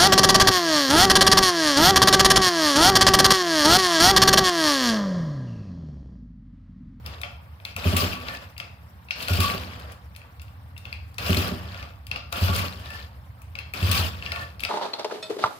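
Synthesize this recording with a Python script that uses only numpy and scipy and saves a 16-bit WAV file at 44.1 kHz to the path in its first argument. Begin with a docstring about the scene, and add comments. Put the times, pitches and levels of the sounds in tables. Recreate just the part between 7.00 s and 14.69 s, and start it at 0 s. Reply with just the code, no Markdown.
"""Failed kick-starts in a garage

A small scooter engine is kicked over five times and does not catch. Lever contacts are noise bursts,
ringing cover modes and frame knocks; puffs boom as damped air modes of the silencer.
Gears whirr, drone, whistle and hiss as shaped noise with ticking teeth; the lever scrapes back up
with a squeak. Filtered noise gives the distant traffic and hush. Two phone microphones listen."""
import sys
import numpy as np
from scipy import signal
from scipy.fft import rfft, irfft, next_fast_len
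from scipy.io import wavfile
from scipy.ndimage import uniform_filter1d, map_coordinates

SR = 44100
rng = np.random.default_rng(int(sys.argv[2]) if len(sys.argv) > 2 else 0)


def put_to_file(sound):
    """Save the sound as 16-bit audio at rate SR, in the file named by the first command-line argument."""
    columns = np.atleast_2d(sound).T  # one column per channel
    safe = np.clip(columns, -1, 1)
    whole_steps = np.round(safe * 32767)
    wavfile.write(sys.argv[1], SR, whole_steps.astype(np.int16))


def ratio_of_db(decibels):
    """Turn decibels (scalar or array-like) into linear amplitude factors; 0 dB maps to 1."""
    return 10 ** (np.asarray(decibels, float) / 20)


N = 339129

# lever drawn back up: start_s, end_s, whirr_db, drone_db, squeak_db
RETURNS = [(1.276, 1.371, -46.5, -41.5, -38), (2.51, 2.928, -54, -46, -77), (4.69, 4.834, -49, -46.5, -50),
           (5.86, 6.003, -49, -49, -41.5), (7.243, 7.432, -48, -44.5, -38.5)]


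def lever():
    """Metal contacts chatter, ring the cover briefly, crack in the treble and knock the frame."""
    # contacts of lever, ratchet and stop: time_s, level_db, treble_db and knock_db (re level)
    clacks = [(0.0617, -25, -8, -9), (0.2148, -27, -4.5, -4), (0.2341, -16.5, -39, -3.5),
              (0.6, -39.5, -47, -20), (0.6504, -19, -13.5, -13.5), (0.764, -18, -8, -1.5),
              (0.842, -20, -17, -12), (0.9669, -16, 1, -14), (1.1313, -18.5, -33, -5),
              (1.2839, -20, -20, -2), (1.3488, -25, -30, -22), (1.565, -34, -32, -13),
              (1.5786, -26.5, -7, -16), (1.5997, -19, -19, -7), (2.0857, -32, -36, -14),
              (2.1079, -11, -25, -16.5), (2.2039, -22, -27, -23), (2.2258, -22, -4.5, -23),
              (2.2829, -16, -10, 2.5), (2.3337, -15.5, -8, -6), (2.403, -18.5, -1, 0), (2.797, -41, 0, -20),
              (2.92, -43, 5, -20), (3.149, -39, -30, -20), (3.1624, -32, -5.5, -10),
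              (3.2162, -36, -45, -22), (3.3958, -36, -24, -9), (3.417, -37, -2, -4),
              (3.4805, -42, -26, -14), (3.7648, -32.5, -30, -15), (3.778, -33.5, -5, -17),
              (3.8531, -25, -23, -8), (3.927, -19.5, -22, -25), (4.143, -43, -3, -20),
              (4.1825, -17.5, -11.5, -12), (4.2608, -25, -13, 6.5), (4.304, -21, -3.5, -18),
              (4.346, -14, -11, -20), (4.3714, -17.5, -3, -18), (4.7442, -27.5, -21, 2),
              (4.8262, -27.5, -23, 0.5), (5.0677, -31, -4, -24), (5.1137, -13, -26, -12.5),
              (5.1595, -18, -22, -5.5), (5.3252, -18.5, -7.5, 3.5), (5.4813, -19, -27, 6),
              (5.5628, -25, 5, -19), (5.904, -27.5, -13, 3), (6.418, -41, -0.5, -17), (6.553, -22, -23, -8),
              (6.5877, -18.5, -20, -21), (6.737, -18.5, -10.5, -7), (6.8277, -21, -11, -16),
              (6.88, -29, -17, -14), (6.9152, -16.5, 3, -26), (7.224, -22, -52, -12),
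              (7.2612, -18, -37, -35), (7.3188, -14.5, -18, -4.5), (7.3597, -21.5, -17, 1.5),
              (7.5954, -27, -16, -25), (7.6042, -24, -6.5, -21), (7.6354, -12.5, -15.5, -30),
              (7.6493, -15, -17.5, -4.5)]
    # modes of lever and crankcase cover: pitch_hz, level_db, t60_s
    cover_modes = [(2400, -5, .007), (2640, 0, .009), (3100, -4, .007), (3700, -7, .006), (4300, -8, .006),
                   (4900, -9, .006), (5500, -15, .005)]
    # modes of frame and panels: pitch_hz, level_db, t60_s
    frame_modes = [(569.5, -9.5, 0.096), (700.3, -6.5, 0.083), (846, -11, 0.085), (1166, 7, 0.023),
                   (1393, 4, 0.039)]
    snap_db, wall_db, right_port_gain, onset_s = -13, -5.0, .55, .0003
    out = np.zeros((2, N))
    t = np.arange(SR // 16) / SR
    walls = garage(count=9)
    upper = np.transpose(cover_modes)[0][:, None] > 3300
    treble = signal.butter(4, 6000, "high", fs=SR, output="sos")
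    broad = signal.butter(2, [1200, 6000], "band", fs=SR, output="sos")
    onset = 1 - np.exp(-t / onset_s)
    for k, (s, db, treble_db, knock_db) in enumerate(clacks):
        # a brighter contact wakes the upper cover modes more
        upper_db = 5.5 + 0.14 * treble_db + 2 * rng.standard_normal()
        cover = onset ** 2 * ring(cover_modes, t, scatter_db=2, lift_db=upper_db * upper, detune=.02)
        chatter = rng.standard_normal(len(t)) * ratio_of_db(-60 * t / .012) * onset
        crack = signal.sosfilt(treble, rng.standard_normal(len(t)) * ratio_of_db(-60 * t / 0.028))
        knock = (1 - np.exp(-t / 0.0054)) * ring(frame_modes, t, scatter_db=1.5, detune=0.021)
        rest = ratio_of_db(db + treble_db - 3.5) * crack
        rest += ratio_of_db(db + knock_db - 5.5) * knock
        rest += ratio_of_db(db + snap_db) * signal.sosfilt(broad, chatter)
        rattled_cover = unit(signal.fftconvolve(cover, chatter)[:len(t)])
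        near = ratio_of_db(db - 19.5) * rattled_cover + rest
        # the body of the phone shades the right port
        add(out, s - onset_s, near * [[1], [right_port_gain]])
        # the echo is fed the smooth cover ring plus crack, knock and snap
        echo_feed = ratio_of_db(db - 26) * unit(cover) + ratio_of_db(wall_db) * rest
        add(out, s, signal.fftconvolve(echo_feed[None], walls[k % len(walls)], axes=1))
    return out


def exhaust():
    """Compressed air rushes out of the port and swells in the silencer's damped air modes."""
    # exhaust port opens: time_s, level_db, second_mode_db, upper_modes_db (sharp release: more)
    puffs = [(0.761, -21, -4, -24), (0.861, -4, 1, 0), (0.936, -7.5, 6.5, 1.5), (1.033, -11, -4, 5.5),
             (1.184, -24, -2, -4.5), (2.309, -4.5, -5, -8), (2.391, -6, 0, -2.5), (2.546, -21.5, 10.5, 7),
             (4.301, -5.5, 7, 2.5), (4.375, -8.5, 3, 4), (4.519, -18, 10, 7.5), (5.423, -2.5, -6, -13),
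             (5.498, -6.5, 2, -5), (5.6, -14.5, 5, -12), (5.749, -27.5, -1, 0), (6.742, -46, 2, -14),
             (6.828, -4, -3.5, -10.5), (6.891, -5.5, -3.5, -12), (6.991, -7, -8, -10),
             (7.135, -20, -2, -15)]
    # silencer air modes: pitch_hz, level_db, t60_s
    silencer = [(89.74, 2.5, 0.18), (181.2, -5, 0.09), (245.2, -20.5, 0.46), (316.7, -24, 0.2),
                (391.5, -16, 0.089), (618, -12, 0.033)]
    # rows: left, right; columns: gain of shared echo, gain of separate echo
    room_mix = np.array([[.8, 0.33], [.8, -0.073]])
    echo_corner_hz, echo_db = 72, -4.5
    out, t = np.zeros((1, N)), np.arange(SR // 3) / SR
    hz = np.transpose(silencer)[0][:, None]
    swell = (1 - np.exp(-t * hz / 1.55)) ** 2  # each mode builds up over a few of its cycles
    swell_db = 20 * np.log10(swell + 1e-9)
    for s, db, second_db, upper_db in puffs:
        lift_db = np.where(hz > 220, upper_db, second_db) * (hz > 130)
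        puff = ring(silencer, t, scatter_db=0.0, lift_db=lift_db + swell_db, detune=0.0087)
        add(out, s - .01, ratio_of_db(db - 0.63) * puff[None])
    # echo thins out below about 72 Hz
    echoing = filtered(out, lambda f: 1 / (1 + (echo_corner_hz / (f + 1)) ** 6))
    # long waves reach both microphones nearly alike
    walls = room_mix @ garage(count=1)[0]
    return out + ratio_of_db(echo_db) * signal.fftconvolve(echoing, walls, axes=1)[:, :N]


def gears():
    """Teeth rattle unevenly over a whirr, the crank drones, the intake whistles, leaking air hisses."""
    # kicks: grip_s (ratchet), stop_s (lever), push_whirr_db, freed_whirr_db, drone_db
    kicks = [(0.783, 0.965, -34, -26.5, -29), (2.16, 2.403, -33, -28.5, -32),
             (4.187, 4.364, -32.5, -30, -29), (5.324, 5.545, -31.5, -32, -34),
             (6.742, 6.914, -33, -26, -30)]
    # gulps of the intake: time_s, level_db
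    gulp_rows = [(1.01, -31), (1.18, -44), (2.441, -26), (2.53, -42), (4.41, -52), (5.55, -32), (5.63, -56),
                 (6.952, -33.5), (7.37, -37.5)]
    # relative noise spectra: freq_hz, density_db
    whirr_spectrum = [(760, -44), (1300, -5.5), (1940, -15), (2520, -3.5), (3230, -5.5), (3770, -10.5),
                      (4920, -8.5), (6170, -24), (7000, -21), (9100, -47), (15400, -120)]
    drone_spectrum = [(76, 4), (130, -3.5), (183, -3), (350, -11), (399, -12.5), (471, -5.5), (606, -5.5),
                      (881, -9), (1130, -6), (1800, -9), (2340, -17.5), (3960, -120)]
    hiss_spectrum = [(3240, -32), (5500, -1), (6150, -10), (9420, -10.5), (15300, -4), (16300, -29),
                     (16800, -93)]
    whistle_spectrum = [(1000, -27.5), (1110, 3), (1145, 11.5), (1190, -3), (1300, -40)]
    grip_rise_s, freed_s = 0.0067, 0.045  # freed gears keep their speed for freed_s
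    whirr_growth_db, whirr_fade_db_per_s = 10, 101.5
    drone_growth_db, drone_hold_s, drone_fade_db_per_s = 8.5, 0.096, 105
    gulp_rise_db_per_s, gulp_fade_db_per_s = 339, 294
    drone_rest_db, hiss_rest_db, whistle_db, pawl_db = -59.5, -71, -13.5, -8.5
    hiss_db, hiss_exponent = -1, 1.211  # hiss against whirr
    return_hiss_share = 0.44  # a slack lever leaks less air than a driven crank

    handling_whirr = motion(column=2)
    whirr_gain = handling_whirr.copy()
    drone_gain = motion(column=3) + ratio_of_db(drone_rest_db)
    for grip, stop, push_db, freed_db, drone_db in kicks:
        pushed = stroke(grip, stop - .04, push_db, grip_rise_s, whirr_fade_db_per_s, whirr_growth_db)
        freed = stroke(stop, stop + freed_s, freed_db, 0.0024, whirr_fade_db_per_s)
        whirr_gain += np.maximum(pushed, freed)
        drone_gain += stroke(grip, stop + drone_hold_s, drone_db, grip_rise_s,
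                             drone_fade_db_per_s, drone_growth_db)
    gulps = sum(stroke(s, s + 0.0033, db, 20 / gulp_rise_db_per_s, gulp_fade_db_per_s)
                for s, db in gulp_rows)
    shake = wobble(35) + 0.41 * wobble(120)

    rattle = teeth(per_s=600, centre_hz=3300, t60=.008) * [[1], [.4]]
    whirr = whirr_gain * ratio_of_db(1.5 * shake) * (diffuse(whirr_spectrum, patchy_db=2.5) + ratio_of_db(-1.5) * rattle)
    drone = drone_gain * ratio_of_db(1.03 * shake) * diffuse(drone_spectrum, patchy_db=1.0)
    whistle_gain = (gulps + ratio_of_db(whistle_db) * drone_gain) * ratio_of_db(1.9 * wobble(28))
    whistle = whistle_gain * diffuse(whistle_spectrum)
    leak = whirr_gain - (1 - return_hiss_share) * handling_whirr
    hiss_gain = ratio_of_db(hiss_db) * leak ** hiss_exponent + ratio_of_db(hiss_rest_db)
    hiss = hiss_gain * ratio_of_db(2 * shake) * diffuse(hiss_spectrum, patchy_db=4.0)
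    pawl_ticks = teeth(per_s=45, centre_hz=3400, t60=.005) * [[1], [.45]]
    pawl = ratio_of_db(pawl_db) * handling_whirr * pawl_ticks
    return pawl + whirr + drone + whistle + hiss


def teeth(per_s, centre_hz, t60):
    """Uneven tooth contacts, each a brief ring at its own pitch; rms 1."""
    when, size, pitch = rng.random((int(per_s * N / SR), 3)).T
    k = np.arange(256)
    strength = -np.log(size)[:, None]
    hz = centre_hz * 2.3 ** (pitch[:, None] - .5)
    grains = strength * ratio_of_db(-60 * k / SR / t60) * np.sin(2 * np.pi * hz * k / SR)
    places = (when * N).astype(int)[:, None] + k
    return unit(np.bincount(places.ravel(), grains.ravel(), N + 256)[:N])


def motion(column):
    """Gain of lever returns, shoe scuffs and kick four's extra drone: column 2 whirr, 3 drone."""
    # shoe scuffs, and extra low drone as the fourth kick grips: start_s, length_s, whirr_db, drone_db
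    short_motions = [(0.059, 0.092, -51, -45), (0.255, 0.023, -73, -53), (0.668, 0.035, -50, -53),
                     (1.613, 0.03, -55, -52.5), (2.098, 0.018, -81, -70), (3.213, 0.058, -84, -57.5),
                     (3.856, .08, -59, -56.5), (5.124, 0.042, -75, -43), (5.352, 0.15, -76, -42),
                     (6.572, 0.039, -77, -51), (7.623, .07, -47, -45.5)]
    return_rise_s, return_fade_db_per_s = 0.065, 147
    short_rise_s, short_fade_db_per_s = 0.018, 158
    back = sum(stroke(r[0], r[1], r[column], return_rise_s, return_fade_db_per_s) for r in RETURNS)
    return back + sum(stroke(r[0], r[0] + r[1], r[column], short_rise_s, short_fade_db_per_s)
                      for r in short_motions)


def stroke(start, end, db, rise_s, fade_db_per_s, gain_db=0):
    """Gain of a motion that sets in, grows by gain_db until its end, then dies away."""
    first_db = db - gain_db
    return ratio_of_db(curves([(start - rise_s, first_db - 14.5), (start, first_db),
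                       (end, db), (end + 1, db - fade_db_per_s)])[0])


def spring():
    """Thin, breathy squeak: narrow-band noise that swells with each return."""
    level = sum(stroke(start + 0.041, end - .03, db, 0.091, 190, gain_db=4.5)
                for start, end, _, _, db in RETURNS)
    squeak = diffuse([(1500, -40), (1690, -14), (1770, 0), (1850, -12), (2100, -40)])
    return level * ratio_of_db(3 * wobble(40)) * squeak


def background():
    """Far traffic booms through the walls as low noise above a steady hush."""
    # far traffic: time_s, level_db
    traffic = [(0, -40.5), (.6, -46.5), (1.5, -45), (2.1, -45.5), (2.8, -44), (3.3, -45), (3.7, -41),
               (4.7, -40), (5.2, -40.5), (6.2, -41.5), (6.7, -41), (7.3, -41), (7.7, -44.5)]
    # relative spectrum of the traffic: freq_hz, density_db
    rumble_spectrum = [(18, -73), (30, -68), (50, -22), (70, 5.5), (118, -4.5), (144, -17), (177, -24),
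                       (206, -25.5), (300, -26.5), (390, -67), (660, -120)]
    # relative spectrum of still garage and microphone noise: freq_hz, density_db
    air_spectrum = [(88, -5.5), (150, -1), (183, 0), (251, -13), (288, -33), (358, -21), (923, -8),
                    (1430, -15), (5150, -28), (5570, -73), (7350, -48), (15300, -32), (16800, -59)]
    air_db = -54.5
    rumble = ratio_of_db(curves(traffic)[0] + 0.32 * wobble(5.2)) * diffuse(rumble_spectrum)
    return rumble + ratio_of_db(air_db) * diffuse(air_spectrum, patchy_db=2.5)


def ring(modes, t, scatter_db, lift_db=0, detune=0.018):
    """Damped modes at new strengths and slightly new pitch; lift_db raises each mode."""
    hz, db, t60 = np.transpose(modes)[:, :, None]
    level = db + scatter_db * rng.standard_normal(hz.shape) + lift_db
    pitch = hz * (1 + detune * rng.standard_normal(hz.shape))
    return np.sum(ratio_of_db(level - 60 * t / t60) * np.sin(2 * np.pi * pitch * t), axis=0)


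def garage(count):
    """Diffuse wall echoes as decaying noise: count stereo pairs, energy 1 per channel."""
    # decay: freq_hz, t60_s
    decay = [(100, 0.59), (700, 0.63), (2000, 0.44), (5000, 0.44), (13000, 0.14)]
    noise = rng.standard_normal((count, 2, SR * 2 // 5))
    hz, t, z = signal.stft(noise, SR, nperseg=256)
    tails = signal.istft(z * ratio_of_db(-60 * t / along(decay, hz)[:, None]), SR, nperseg=256)[1]
    tails = tails / np.linalg.norm(tails, axis=2, keepdims=True)
    return np.pad(tails, [(0, 0), (0, 0), (200, 0)])  # walls answer 200 samples late


def diffuse(spectrum, patchy_db=0):
    """Stereo noise of rms 1 with patches of random gain in time and frequency."""
    # left-right likeness: freq_hz, correlation
    alike = [(60, 1), (180, 0.95), (350, 0.96), (700, 0.78), (2000, 0.073), (12000, 0.24)]
    pair = rng.standard_normal((2, N))
    if patchy_db:
        z = signal.stft(pair, nperseg=256)[2]
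        field = uniform_filter1d(rng.standard_normal(z.shape[1:]), size=3, axis=0)
        field = uniform_filter1d(field, size=5, axis=1)
        pair = signal.istft(z * ratio_of_db(patchy_db * unit(field)), nperseg=256)[1][:, :N]

    def mid_side(hz):
        angle = np.arccos(np.clip(along(alike, hz), -1, 1)) / 2
        return ratio_of_db(along(spectrum, hz)) * [np.cos(angle), np.sin(angle)]

    mid, side = filtered(pair, mid_side)
    return unit(np.array([mid + side, mid - side]))


def wobble(rate):
    """A smooth random curve, rate knots a second."""
    knots = rng.standard_normal(int(N * rate / SR) + 4)
    return map_coordinates(knots, [np.arange(N) * rate / SR])


def curves(rows):
    """One value per sample for each column after the time; -200 outside the rows."""
    s, *cols = np.transpose(rows)
    return [np.interp(np.arange(N) / SR, s, c, left=-200, right=-200) for c in cols]


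def along(points, hz):
    """Interpolates (Hz, value) points on a log axis."""
    f, v = np.transpose(points)
    return np.interp(np.log(hz + 1), np.log(f + 1), v)


def filtered(x, response):
    """x times a complex response of frequency."""
    m = next_fast_len(N + 8192)
    return irfft(rfft(x, m) * response(np.fft.rfftfreq(m, 1 / SR)), m)[..., :N]


def unit(x):
    """Scaled to rms 1."""
    return x / np.sqrt(np.mean(x ** 2) + 1e-20)


def add(out, s, sound):
    """Mixes sound in from s seconds on."""
    part = out[:, round(s * SR):][:, :sound.shape[1]]
    part += sound[:, :part.shape[1]]


def scene():
    """All sources summed in stereo."""
    return lever() + exhaust() + gears() + spring() + background()


def direct(x):
    """The sound reaches the left microphone a little earlier: the right channel is delayed."""
    lead_s = 12 / SR
    return filtered(x, lambda hz: np.exp(-2j * np.pi * hz * lead_s * np.array([[0], [1]])))


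def microphones(x):
    """Two ports of unlike colour; both lose the deep bass and the top."""
    # left over right port: freq_hz, ratio_db
    ports = [(60, 1), (100, -1.5), (180, -2.5), (310, -1.5), (550, -5.5), (950, -2.5), (1650, -0.5),
             (2860, 4), (4970, 4), (8640, 11), (15000, 10)]
    bass_hz, top_hz = 52, 16000

    def response(hz):
        colour = ratio_of_db(along(ports, hz) * np.array([[.5], [-.5]]))
        return colour / (1 + (bass_hz / (hz + 1)) ** 12) / (1 + (hz / top_hz) ** 60)

    return filtered(x, response)


def band_limit(x):
    """A steep low-pass at the top of the band."""
    return signal.sosfilt(signal.butter(12, 16990, fs=SR, output="sos"), x)


def record(dry):
    """The sound as the phone's two microphones take it down."""
    mix = microphones(direct(dry))
    return band_limit(mix)


dry = scene()
out = record(dry)
put_to_file(out)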